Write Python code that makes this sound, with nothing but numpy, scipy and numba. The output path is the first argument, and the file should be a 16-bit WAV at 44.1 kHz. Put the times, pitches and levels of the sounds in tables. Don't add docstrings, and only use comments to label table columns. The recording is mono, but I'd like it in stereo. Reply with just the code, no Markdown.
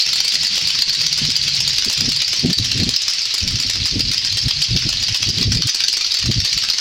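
import sys
import numpy as np
from scipy import signal
from scipy.fft import rfft, irfft, next_fast_len
from scipy.io import wavfile
from scipy.ndimage import map_coordinates
from numba import njit

SR = 44100
rng = np.random.default_rng(int(sys.argv[2]) if len(sys.argv) > 2 else 0)


def log_audio(samples):
    frames = np.atleast_2d(samples).T
    limited = np.clip(frames, -1, 1)
    pcm = np.round(limited * 32767).astype(np.int16)
    wavfile.write(sys.argv[1], SR, pcm)


N = 300180


def amp(db):
    return 10 ** (np.asarray(db) / 20)


def unit(x):
    return x / np.sqrt(np.mean(x ** 2) + 1e-20)


def along(points, hz):
    point_hz, value = np.transpose(points)
    return np.interp(np.log(hz + 1), np.log(point_hz + 1), value)


def curves(rows):
    time_s, *columns = np.transpose(rows)
    return [np.interp(np.arange(N) / SR, time_s, c) for c in columns]


def wobble(knots_per_s):
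    grid_s = np.arange(0, N / SR + .01, .002)
    knots = rng.standard_normal((2, N // 100))
    smooth = [map_coordinates(k, [grid_s * knots_per_s]) for k in knots]
    return np.array([np.interp(np.arange(N) / SR, grid_s, c) for c in smooth])


def filtered(x, response):
    size = next_fast_len(N + SR // 2)
    hz = np.fft.rfftfreq(size, 1 / SR)
    return irfft(rfft(x, size) * response(hz), size)[..., :N]


def coloured(x, spectrum):
    return filtered(x, lambda hz: amp(along(spectrum, hz)))


def pulse(spectrum, size=1024):
    hz = np.fft.rfftfreq(size, 1 / SR)
    cepstrum = irfft(np.log(amp(along(spectrum, hz)) + 1e-4))
    cepstrum[1:size // 2] *= 2
    cepstrum[size // 2 + 1:] = 0
    p = irfft(np.exp(rfft(cepstrum)))
    return p[None] / np.abs(p).max()


def convolve(x, h):
    return signal.oaconvolve(x, h, axes=1)[:, :N]


def lay(at, size, shapes):
    index = at[:, :, None] + np.arange(shapes.shape[1])
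    copies = size[:, :, None] * shapes[:, None]
    return np.bincount(index.ravel(), copies.ravel(), N + SR)[:N]


# frequency in Hz, relative level in dB per Hz.
HISS_SPECTRUM = [(5000, -40), (8000, -1), (11500, 2), (12500, -14), (16000, 0)]


def hiss():
    noise = rng.standard_normal((2, N))
    return amp(-59 + 2.65 * wobble(18)) * unit(coloured(noise, HISS_SPECTRUM))


# start of the hold in seconds, hold in seconds, buffet gain in dB, flutter gain in dB over the buffet.
GUST_ROWS = [(0.067, 0.11, -39, -15), (.175, 0.086, -42, -12), (0.34, 0.1, -36, -8), (.506, .05, -40, -6),
             (0.622, .084, -36, -6), (.71, 0.1, -36.5, -14), (0.873, .045, -29.5, -5),
             (0.975, 0.031, -31, -12), (1.028, 0.73, -33, -12), (1.223, 0.072, -22, -6),
             (1.396, 0.035, -42, -18), (1.622, .064, -33, -19), (1.83, 0.056, -37, -14),
             (1.878, 0.013, -28, 0.5), (1.98, 0.23, -32, -28), (2.01, 0.084, -33, 2.5),
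             (2.257, 0.062, -42, -5), (2.39, 0.055, -29, -9), (2.444, 0.07, -25, 8.5),
             (2.585, .34, -30.5, -10), (2.596, 0.024, -19, -6.5), (2.76, 0.046, -27, -10),
             (2.823, 0.012, -20, 5), (2.879, 0.012, -20.5, 1), (3.047, 0.046, -47, -18),
             (3.436, 0.043, -22, -9), (3.473, 0.098, -26, -11), (3.598, 0.11, -33.5, -8),
             (3.767, 0.084, -29, -9.5), (3.929, 0.076, -24, -5), (4.027, 0.085, -26.5, -11.5),
             (4.15, 0.14, -38, -9), (4.327, 0.042, -30, -26), (4.413, .21, -33, -26),
             (4.457, 0.018, -19, -13.5), (4.702, 0.33, -32, -13), (4.711, 0.059, -17.5, -9),
             (4.858, 0.015, -24.5, -3), (5.089, 0.041, -27.5, -11), (5.223, 0.02, -29.5, -7.5),
             (5.3, 0.07, -31, -3.5), (5.543, 0.067, -22.5, -4), (5.277, 0.027, -18.5, -9.5),
             (5.382, 0.11, -23, -2.5), (5.459, 0.11, -13, -15.5), (5.654, 0.01, -19.5, -19),
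             (6.24, 0.2, -30, -20), (6.249, 0.066, -17.5, -11), (6.296, 0.017, -18, -3.5),
             (6.377, 0.015, -17.5, -13), (6.542, 0.036, -29, -26), (6.63, 0.044, -43, -4)]
CALM_DB, SWELL_DB_PER_S, EBB_DB_PER_S = -51, 618, 1102


def gusts():
    t = np.arange(0, N + 128, 128) / SR
    start_s, hold_s, buffet_db, flutter_db = np.transpose(GUST_ROWS)[:, :, None]
    swell_db = SWELL_DB_PER_S * np.maximum(start_s - t, 0)
    ebb_db = EBB_DB_PER_S * np.maximum(t - start_s - hold_s, 0)
    power = amp(buffet_db - swell_db - ebb_db) ** 2
    buffet_power = power.sum(0) + amp(CALM_DB) ** 2
    flutter_power = (power * amp(flutter_db) ** 2).sum(0)
    return [np.interp(np.arange(N) / SR, t, np.sqrt(p)) for p in (buffet_power, flutter_power)]


# frequency in Hz, relative level in dB per Hz.
RUMBLE_SPECTRUM = [(12, -45), (25, -12), (45, -3.5), (81, -5), (107, -1.5), (250, -18), (320, -24.5),
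                   (550, -120)]
# frequency in Hz, relative level in dB per Hz.
FLUTTER_SPECTRUM = [(88, -47), (150, 0), (204, -5), (242, -3), (800, -33), (1040, -56), (1760, -120)]
# time in seconds, frequency in Hz.
BOOM_PITCH = [(0.0, 132), (1.5, 118), (1.9, 145), (2.5, 140), (2.75, 110), (4.3, 100), (4.7, 135),
              (4.95, 115), (6.81, 106)]


def wind():
    buffet_gain, flutter_gain = gusts()
    noise = rng.standard_normal((6, N))
    lumps = amp(3 * wobble(30).mean(0) + 1.5 * wobble(40))
    rumble = unit(lumps * coloured(noise[0] + 0.63 * noise[1:3], RUMBLE_SPECTRUM))

    swing = wobble(22)
    boom_hz = curves(BOOM_PITCH)[0] * np.exp(0.17 * wobble(22)[0])
    phase = 2 * np.pi * np.cumsum(boom_hz) / SR
    boom = unit((swing[0] + 0.93 * wobble(32)) * np.sin(phase) + swing[1] * np.cos(phase))

    flaps = lumps * amp(3.9 * wobble(60))
    flutter = unit(flaps * coloured(noise[3] + 0.56 * noise[4:], FLUTTER_SPECTRUM))
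    buffet = buffet_gain * (amp(-3) * rumble + amp(-6.5) * boom)
    port_gain = amp([[1.5], [-.3]])
    return port_gain * (buffet + flutter_gain * flutter)


# time in seconds, centre pitch in Hz, mean gain in dB over the buffet.
HUM_COURSE = [(0.0, 168, 0), (.75, 164.1, -2), (1.3, 155, -1), (1.6, 132, 1), (1.9, 153.8, -10),
              (2.2, 143.6, 0.5), (2.45, 139, -7)]


def hum():
    centre_hz, db = curves(HUM_COURSE)
    phase = 2 * np.pi * np.cumsum(centre_hz * np.exp(0.049 * wobble(25.06)[0])) / SR
    fade = np.clip((HUM_COURSE[-1][0] - np.arange(N) / SR) / .1, 0, 1)
    return gusts()[0] * amp(db + 2.4 * wobble(20)[0]) * fade * np.sin(phase)


def ring(hz, t60_s, rise_s):
    t = np.arange(340) / SR
    other_hz = hz * np.exp(np.clip(.11 * rng.standard_normal(len(hz)), -.2, .2))
    tones = np.sin(2 * np.pi * hz[:, None] * t) + 0.68 * np.sin(2 * np.pi * other_hz[:, None] * t)
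    return tones * amp(-60 * t / t60_s) * (1 - t / t[-1]) * (1 - np.exp(-t / rise_s))


# delay in seconds, gain in dB.
ECHO_PATHS = [(.0022, 3.5), (.0045, 2), (.012, 0.5)]


def arrivals(time_s, pan_db, lag_s):
    delay_s, gain_db = np.transpose([(0.00034, 0.0045)] + ECHO_PATHS)
    for side in (.5, -.5):
        scatter = rng.standard_normal((len(time_s), 2 * len(delay_s)))
        port_s = (time_s + side * lag_s)[:, None]
        when_s = port_s + delay_s * np.exp(.2 * scatter[:, ::2])
        size = amp(side * pan_db[:, None] + gain_db + 1.25 * scatter[:, 1::2])
        yield np.clip(np.round(when_s * SR).astype(int), 0, N - 1), size


# frequency in Hz, relative level in dB per Hz.
BLUR_SPECTRUM = [(180, -73), (300, -24), (713, -22.5), (1280, -19.5), (2700, -2.5), (3760, -1.5), (4670, 4),
                 (5700, -3.5), (8640, -26), (12100, -34), (16000, -49)]
# time in seconds, gain in dB.
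FAR_GAIN = [(0.0, -14), (2.35, -19.5), (2.86, -21), (3.62, -25), (5.57, -21), (6.07, -24), (6.2, -25),
            (6.81, -20)]


def far_clackers(count=450):
    draw = rng.random((count, 5))
    shapes = ring(4000 + 1500 * draw[:, 4], 0.02, 0.00017) * amp(4.3 * draw[:, 1:2])
    paths = arrivals(draw[:, 0] * N / SR, 8 * (draw[:, 2] - .5), .001 * (draw[:, 3] - .5))
    direct = np.array([lay(at, size, shapes) for at, size in paths])
    blur = unit(coloured(rng.standard_normal((2, N)), BLUR_SPECTRUM)) * amp(0.9 * wobble(30))
    port_gain = amp(curves(FAR_GAIN)[0] + [[.7], [-.7]])
    return port_gain * (amp(-0.5) * unit(direct) + blur)


# frequency in Hz, t60 in seconds.
YARD_DECAY = [(500, 0.094), (4500, 0.17), (9000, 0.11), (14000, 0.017)]


def yard(x):
    out, step = np.zeros((2, N + SR)), SR // 2
    for a in range(0, N, step):
        hz, t, z = signal.stft(rng.standard_normal((2, SR // 3)), SR, nperseg=256)
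        decay = amp(-60 * t / along(YARD_DECAY, hz)[:, None])
        tail = signal.istft(z * decay, SR, nperseg=256)[1]
        tail *= np.clip(np.arange(tail.shape[1]) / SR / 0.0015, 0, 1)
        wet = signal.fftconvolve(x[:, a:a + step], tail / np.linalg.norm(tail[0]), axes=1)
        out[:, a:a + wet.shape[1]] += wet
    return out[:, :N]


# frequency in Hz, relative level in dB per Hz.
PUSH_SPECTRUM = [(300, -16.5), (700, -23.5), (1400, -14), (2800, -2.5), (3800, 0.5), (6000, -1),
                 (8000, -32), (10000, -40)]
# frequency in Hz, relative level in dB per Hz.
SNAP_SPECTRUM = [(5000, -17), (7000, 3), (9000, -7.5), (11500, -13.5), (16000, -16.5)]
# nominal time in seconds, ring gain in dB, pitch of the first ball in Hz,
# treble gain in dB over the ring's, push gain in dB over the ring's, left minus right in dB before scatter.
NEAR_KNOCKS = [(0.0119, 12, 4850, -37, -33, 0), (0.0257, 14, 4480, -32.5, -18, 2),
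               (0.0655, 9, 5400, -30, -6.5, 0), (0.0919, 10, 4800, -30, -11, 5),
               (0.0988, -2, 4530, -31, -8, 5), (0.134, 15.5, 4660, -27.5, -11.5, 0.5),
               (0.1599, 13.5, 4600, -26.5, -14, 1), (0.1831, 2, 4670, -25, -1, -2),
               (0.2063, 14, 4680, -25.5, -5, 2), (0.2487, 8, 4670, -23, -8, -1),
               (0.2833, 19, 4800, -32, -17, -0.5), (0.3225, 4.5, 4770, -19, -4.5, 3),
               (0.3399, 9, 4890, -26, -13, 3), (0.3467, 9, 5150, -25, -10, 7),
               (0.3566, 14, 4450, -25.5, -3.5, -1), (0.4009, -2, 4600, -33, -13, 3),
               (0.4184, -6, 4790, -28, -8, -3), (0.4342, 4, 4670, -21, -5, -3),
               (0.4508, 8, 4800, -29, -9, 5), (0.4713, 9.5, 4630, -26, -9, -3),
               (0.5161, -5, 4820, -37, -12, -1), (0.5573, 2.5, 4740, -22, -7, -1),
               (0.5697, -1, 4670, -27, -4, 1), (0.5802, 7, 4540, -21.5, -2.5, 2),
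               (0.6139, -1.5, 5130, -21, -5, 1), (0.6752, 14, 4670, -27, -12, 1),
               (0.6862, 2, 4770, -18, -10, 4), (0.6948, -7, 4510, -27, 2, 7),
               (0.7061, 13, 4470, -28, -9, -3), (0.7309, -6, 4460, -36, -13, 3),
               (0.7518, 9, 5200, -35, -7, 0), (0.7914, 9.5, 4770, -28, -7, 4),
               (0.8121, 0, 5060, -21, -9, -1), (0.8238, 20, 4550, -30.5, -10.5, 1.5),
               (0.8706, -9, 4820, -34, -6, 0), (0.8793, -1, 4460, -32, -8, 2),
               (0.898, 17.5, 4480, -32.5, -11.5, 2), (0.9327, 14, 4650, -30, -14, 0),
               (0.9405, -6, 4980, -30, -7, 8), (0.95, 11.5, 4570, -30, -9, 3),
               (0.9687, -4, 4550, -34, -9, 7), (0.9979, -3, 4450, -29, -13, 4),
               (1.0093, -5, 4750, -30, -4, -10), (1.0175, 12, 4800, -29.5, -10.5, 1.5),
               (1.0348, 7, 4870, -30, -8, 2), (1.0409, 4, 4460, -34, -5, -3),
               (1.0498, -3, 4700, -34, -4, -9), (1.0668, 17.5, 4580, -30.5, -11, -4.5),
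               (1.0959, -13, 4550, -34, -11, -3), (1.1135, -6, 4550, -34, -15, -1),
               (1.1302, 15.5, 4530, -32, -10.5, 2), (1.1783, 4.5, 4950, -21.5, -16, 2),
               (1.1866, -2, 5030, -22, 0, -3), (1.1932, 3.5, 4560, -26, -9, 10),
               (1.2532, 9.5, 4370, -31, -7.5, 0), (1.304, 4.5, 4900, -22, -6.5, -1),
               (1.3669, 12, 4810, -27, -10, 2), (1.4289, 3, 4800, -28, -19, -3),
               (1.4384, 4, 4700, -27, -8, 0), (1.4818, 9, 4600, -31.5, -8, 0),
               (1.4921, 8, 4800, -34, -16, 5), (1.5512, -0.5, 4560, -21, -20, -4),
               (1.5681, 5, 4530, -32, -20, 0), (1.5767, -6, 4730, -35, 1, -9),
               (1.6062, 7, 5220, -21, -5, 1), (1.6444, -12, 4410, -33, -15, 1),
               (1.6795, 11, 4500, -25, -14, 2), (1.6888, -3, 5200, -26, -11, 2),
               (1.6971, 2, 4640, -32, -6, 1), (1.7071, -2, 4700, -34, 0, 7),
               (1.7338, 3.5, 4800, -27, -7, 3), (1.7636, 0, 4970, -29, -9, 0),
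               (1.7855, 11.5, 4630, -25.5, -8, 3), (1.8166, 3, 4900, -37, -19, 3),
               (1.824, 0, 4850, -36, 0, 2), (1.8488, 7, 4780, -22, -15, 3),
               (1.8747, -12, 4330, -32, -12, 4), (1.9006, 4.5, 4880, -23, -5, 0),
               (1.9295, 4, 5130, -22, -11, 1), (1.9361, 0, 4700, -35, -8, 6),
               (1.9781, 0.5, 4900, -23, -6, 3), (2.0091, 6, 4850, -22, -4.5, -1),
               (2.0355, -15, 4620, -35, -15, 0), (2.0583, 5, 5280, -34, -9, 2),
               (2.0935, 3, 4600, -23.5, -5, -2), (2.1212, 8, 4380, -25, -10, 2),
               (2.1649, 5, 4850, -25.5, -15, -6), (2.1726, 0, 4630, -29, -11, 7),
               (2.2044, -2.5, 5060, -32, -1, 2), (2.2214, 10, 4790, -23, -4.5, 1),
               (2.2494, 12, 4680, -38, -23, -1), (2.2818, 11, 5100, -28.5, -14, -1),
               (2.2907, -4.5, 4850, -31, 1, 3), (2.3328, 3, 4350, -21, -2, 3),
               (2.3646, 7, 4800, -35, -17, 2), (2.3965, 11, 4820, -32, -19, 4),
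               (2.4049, -1.5, 4680, -33, -2, 2), (2.4622, 3, 4500, -24, -5, -2),
               (2.5013, 4, 4750, -26, -4, -2), (2.5327, 15.5, 4700, -32, -14.5, 2),
               (2.5872, 11, 4610, -27.5, -9, 0), (2.631, -12, 4500, -23, 2, -5),
               (2.6478, 5.5, 4970, -25.5, -7.5, 1), (2.6614, -5, 5160, -29, -2, 0),
               (2.7193, 5, 4500, -27, -5.5, 0), (2.7775, -2.5, 5050, -24, -8, -2),
               (2.8022, 3, 4450, -27, -6, -3), (2.8354, 3, 4300, -24.5, -8, 2),
               (2.8928, 9.5, 4870, -28, -14.5, 1), (2.9411, 4, 4230, -40, -10, 1),
               (2.9659, 9.5, 5100, -33.5, -11.5, -2), (3.0215, 3, 5070, -28, -13, -3),
               (3.0832, 13.5, 5100, -36, -13, 2), (3.1002, -2.5, 4690, -15.5, -2, 2),
               (3.1367, 6.5, 5270, -31.5, -15, 0), (3.1852, -1.5, 4400, -38, -10, 4),
               (3.2194, 5.5, 4800, -33, -19, -2), (3.2564, -3.5, 5000, -24, -6.5, 0),
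               (3.2657, -14, 4800, -25, -16, 1), (3.3108, 2, 4100, -47, -13, 1),
               (3.3427, 3.5, 5120, -20.5, -9, 2.5), (3.3822, 2.5, 4770, -24.5, -8.5, 2),
               (3.3909, -9, 4480, -33, -16, 1), (3.4063, -1, 4840, -30, -7, 2),
               (3.4302, -2.5, 4470, -35, -7, 0), (3.4794, 3, 5000, -25, -7.5, 1),
               (3.5085, -4, 4670, -24, -8, 3), (3.5581, 2.5, 5280, -33, -9.5, -3),
               (3.5881, -6, 4330, -32, -7, 4), (3.6027, 4.5, 4800, -26, -12.5, 2),
               (3.6256, 0, 5140, -29, -15, 6), (3.6341, -0.5, 4500, -37, -7, 2),
               (3.674, -5, 4600, -28, -9, -2), (3.7002, 2.5, 4930, -22, -4.5, 2),
               (3.708, -13, 4570, -36, -12, 7), (3.7371, -2, 4990, -29, -8, 1),
               (3.7574, 0.5, 4870, -31, -6.5, 0), (3.8027, -8, 4550, -46, -6, -1),
               (3.859, 5, 4900, -25.5, -12, -2), (3.8662, 0, 4630, -23.5, -8, -1),
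               (3.8738, -1, 5030, -26, -6, 3), (3.8826, -2, 4590, -37, -6, 2),
               (3.8937, -5, 4500, -31, -13, 0), (3.9132, 1, 4460, -42, -9, -1),
               (3.9459, -7, 4700, -41, -12, -2), (3.9962, 0, 4900, -24.5, -9, 0),
               (4.0094, 8, 4800, -33, -12, 1), (4.0538, -1, 4130, -45, -17, 4),
               (4.0847, -11, 4400, -38, -7, -7), (4.1177, 3, 4780, -25, -7, -3),
               (4.1365, 3, 5100, -25, -10, 2), (4.1449, 1, 4880, -37, -8, 2),
               (4.181, 5, 4960, -33, -9.5, 3), (4.2169, -11, 4850, -32, -4, 2),
               (4.236, -13, 4300, -37, -8, 9), (4.2509, 4, 4800, -29.5, -9, 0),
               (4.267, -3, 4700, -28, -20, 0), (4.2746, -11, 5400, -33, 4.5, -2),
               (4.3271, 7, 4600, -33, -9, -1), (4.3729, -1.5, 4800, -21, -7, -5),
               (4.3827, 5, 4900, -33, -11, 5), (4.3909, 0, 4640, -29, -10, 4),
               (4.4239, -3, 4710, -30, -13, -1), (4.4846, -3, 5300, -19.5, -0.5, 0),
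               (4.511, 8, 4800, -38, -7, 1.5), (4.5718, -17, 4380, -42, -9, -3),
               (4.621, 0, 4400, -19.5, -3, 0), (4.6262, 11, 4660, -35, -24, 1),
               (4.6408, 7, 5060, -30, -16, 3), (4.6467, -4, 4820, -32, 0, 4),
               (4.6843, -5.5, 4840, -36, -6.5, -7), (4.7663, 9.5, 5140, -36, -10.5, 0),
               (4.7749, 9, 4600, -38, -5.5, 1), (4.7906, 2, 4490, -23, -3, 0),
               (4.823, -3, 4870, -36, -3.5, 7), (4.8926, 4.5, 5100, -23, -6, -2),
               (4.9297, 2.5, 4870, -27, -3.5, -2), (4.9718, -6, 4920, -38, -13, -3),
               (5.0284, 2.5, 4840, -26.5, -14, 2), (5.0382, 6, 4740, -40, -15, 0),
               (5.0854, -2.5, 5070, -23.5, 0.5, -0.5), (5.1481, 3.5, 4960, -26, -5.5, -5),
               (5.1564, -3, 4420, -29, -3, 4), (5.163, 6.5, 4730, -24, -20, 2),
               (5.23, 3.5, 5030, -25, -4, -0.5), (5.2729, 1, 4470, -33, -11, 2),
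               (5.2912, 6, 5000, -27, -9.5, 3), (5.3032, 11.5, 4970, -38, -14, 1),
               (5.3847, -2.5, 4860, -22, -2.5, -3), (5.4144, 2, 4800, -27, -9, -6),
               (5.422, -2, 4730, -34, -5, 0), (5.43, 12.5, 5200, -36, -8, 4),
               (5.4409, -1, 4700, -28, -9, 1), (5.5217, 6.5, 5400, -29, -7, -2),
               (5.5283, 5, 4600, -25, -7, 2), (5.5504, 6.5, 4810, -26, -5, -3),
               (5.5734, 14.5, 4800, -37, -12.5, 1), (5.623, 12, 4320, -36, -9.5, -1),
               (5.6733, 7, 4970, -23, -24, 0), (5.6813, 5, 4540, -37, -12, 10),
               (5.6889, 1, 4670, -39, -4, -2), (5.6971, 15.5, 4860, -33, -12, 0.5),
               (5.7488, 8.5, 4540, -26, -11, 2.5), (5.8062, 5, 4800, -29, -7, 0.5),
               (5.8408, 9, 4550, -31, -6, 1), (5.8849, 13.5, 4270, -28.5, -9.5, 3),
               (5.9303, 5, 4900, -24, -7, 1), (5.9382, -1, 4900, -31, -5.5, 14),
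               (5.9716, 8.5, 4450, -28, -7.5, 0), (6.0123, 3.5, 4700, -28, -5, 0),
               (6.0488, 1.5, 4670, -35, -5.5, 0), (6.0664, 2.5, 5000, -29.5, -13, 1),
               (6.0749, -10, 4660, -36, -3, -3), (6.1109, 2, 4500, -39, -22, 4),
               (6.1212, 9, 4950, -36, -14, -1.5), (6.1435, 2, 4960, -20, -7, 3),
               (6.1492, 5, 4400, -40, -8, 6), (6.1724, 8.5, 4650, -38, -10, -1),
               (6.1893, 1.5, 4930, -23, -8, 1), (6.1977, -3, 4800, -33, -2, 2),
               (6.2183, -8, 4820, -35, -3, 5), (6.2287, 6.5, 4410, -38, -9, 0),
               (6.2605, 8, 4920, -30.5, -9.5, 1), (6.3139, -3, 4600, -22, -1, 3),
               (6.3312, 0, 4590, -38, -11, -2), (6.3439, -4.5, 4730, -37, -3.5, 0),
               (6.3758, -7, 4530, -44, -8, 5), (6.404, 7, 4600, -33, -11.5, -2),
               (6.4499, 6.5, 4670, -26, -12, 3), (6.4572, 2, 4420, -32, -5, -1),
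               (6.4752, 2.5, 4530, -32, -10, 1), (6.4944, 0, 4870, -35, -9, 2),
               (6.5315, 7.5, 4730, -30, -10, -1), (6.5786, 10, 4840, -28.5, -11, -4),
               (6.5875, 5, 4520, -26.5, -14, 8), (6.6063, -4, 4530, -38, -18.5, 1),
               (6.6247, 2, 4790, -35, -8, 1), (6.6385, -5.5, 4630, -19, 2, -7),
               (6.6888, -3, 4600, -24, -3, -5), (6.703, 14, 4900, -34, -16.5, 6),
               (6.7102, 2, 4600, -32, -3, 1), (6.7376, 9, 4780, -35, -11, -2),
               (6.7861, 3, 4870, -26, -4, -3)]
BURST_PEAK_S = 0.00097
LEAD_S = .0034


def clackers():
    time_s, db, hz, snap_db, push_db, pan_db = np.transpose(NEAR_KNOCKS)
    lag_s = .0003 + .0004 * rng.standard_normal(len(time_s))
    rings = ring(hz, 0.0057, 0.0015) * amp(db)[:, None]
    t = np.arange(200) / SR
    swell = (t / BURST_PEAK_S) ** 2 * np.exp(-2 * t / BURST_PEAK_S) * 3
    dry = []
    for at, size in arrivals(time_s - LEAD_S, pan_db, lag_s):
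        burst = rng.standard_normal((len(time_s), len(t))) * swell
        snaps = burst * amp(db + snap_db)[:, None]
        pushes = np.sign(burst) * swell * amp(db + push_db)[:, None] / np.linalg.norm(swell)
        snap = convolve(lay(at, size, snaps)[None], pulse(SNAP_SPECTRUM))
        push = convolve(lay(at, size, pushes)[None], pulse(PUSH_SPECTRUM))
        dry.append(lay(at, size, rings) + snap[0] + push[0])
    dry = np.array(dry)
    return dry + amp(-6.0) * yard(dry)


def scene():
    return hiss() + wind() + hum() + far_clackers() + clackers()


@njit
def follow(peak, top, fall, rise):
    gain, g = np.zeros(len(peak)), 0.
    for i in range(len(peak)):
        need = min(np.log(top / (peak[i] + 1e-9)), 0.)
        g += (need - g) * (fall if need < g else rise)
        gain[i] = g
    return gain


TOP_HZ = 16000
FALL_S, RISE_S = 0.0025, 0.028


def record(dry):
    gain = follow(np.abs(dry).max(0), amp(-14), 1 / (FALL_S * SR), 1 / (RISE_S * SR))
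    x = dry * np.exp(gain) * amp(4)
    x = x / (1 + (x / .98) ** 4) ** (1 / 4)
    return filtered(x, lambda hz: hz < TOP_HZ)


dry = scene()
out = record(dry)
log_audio(out)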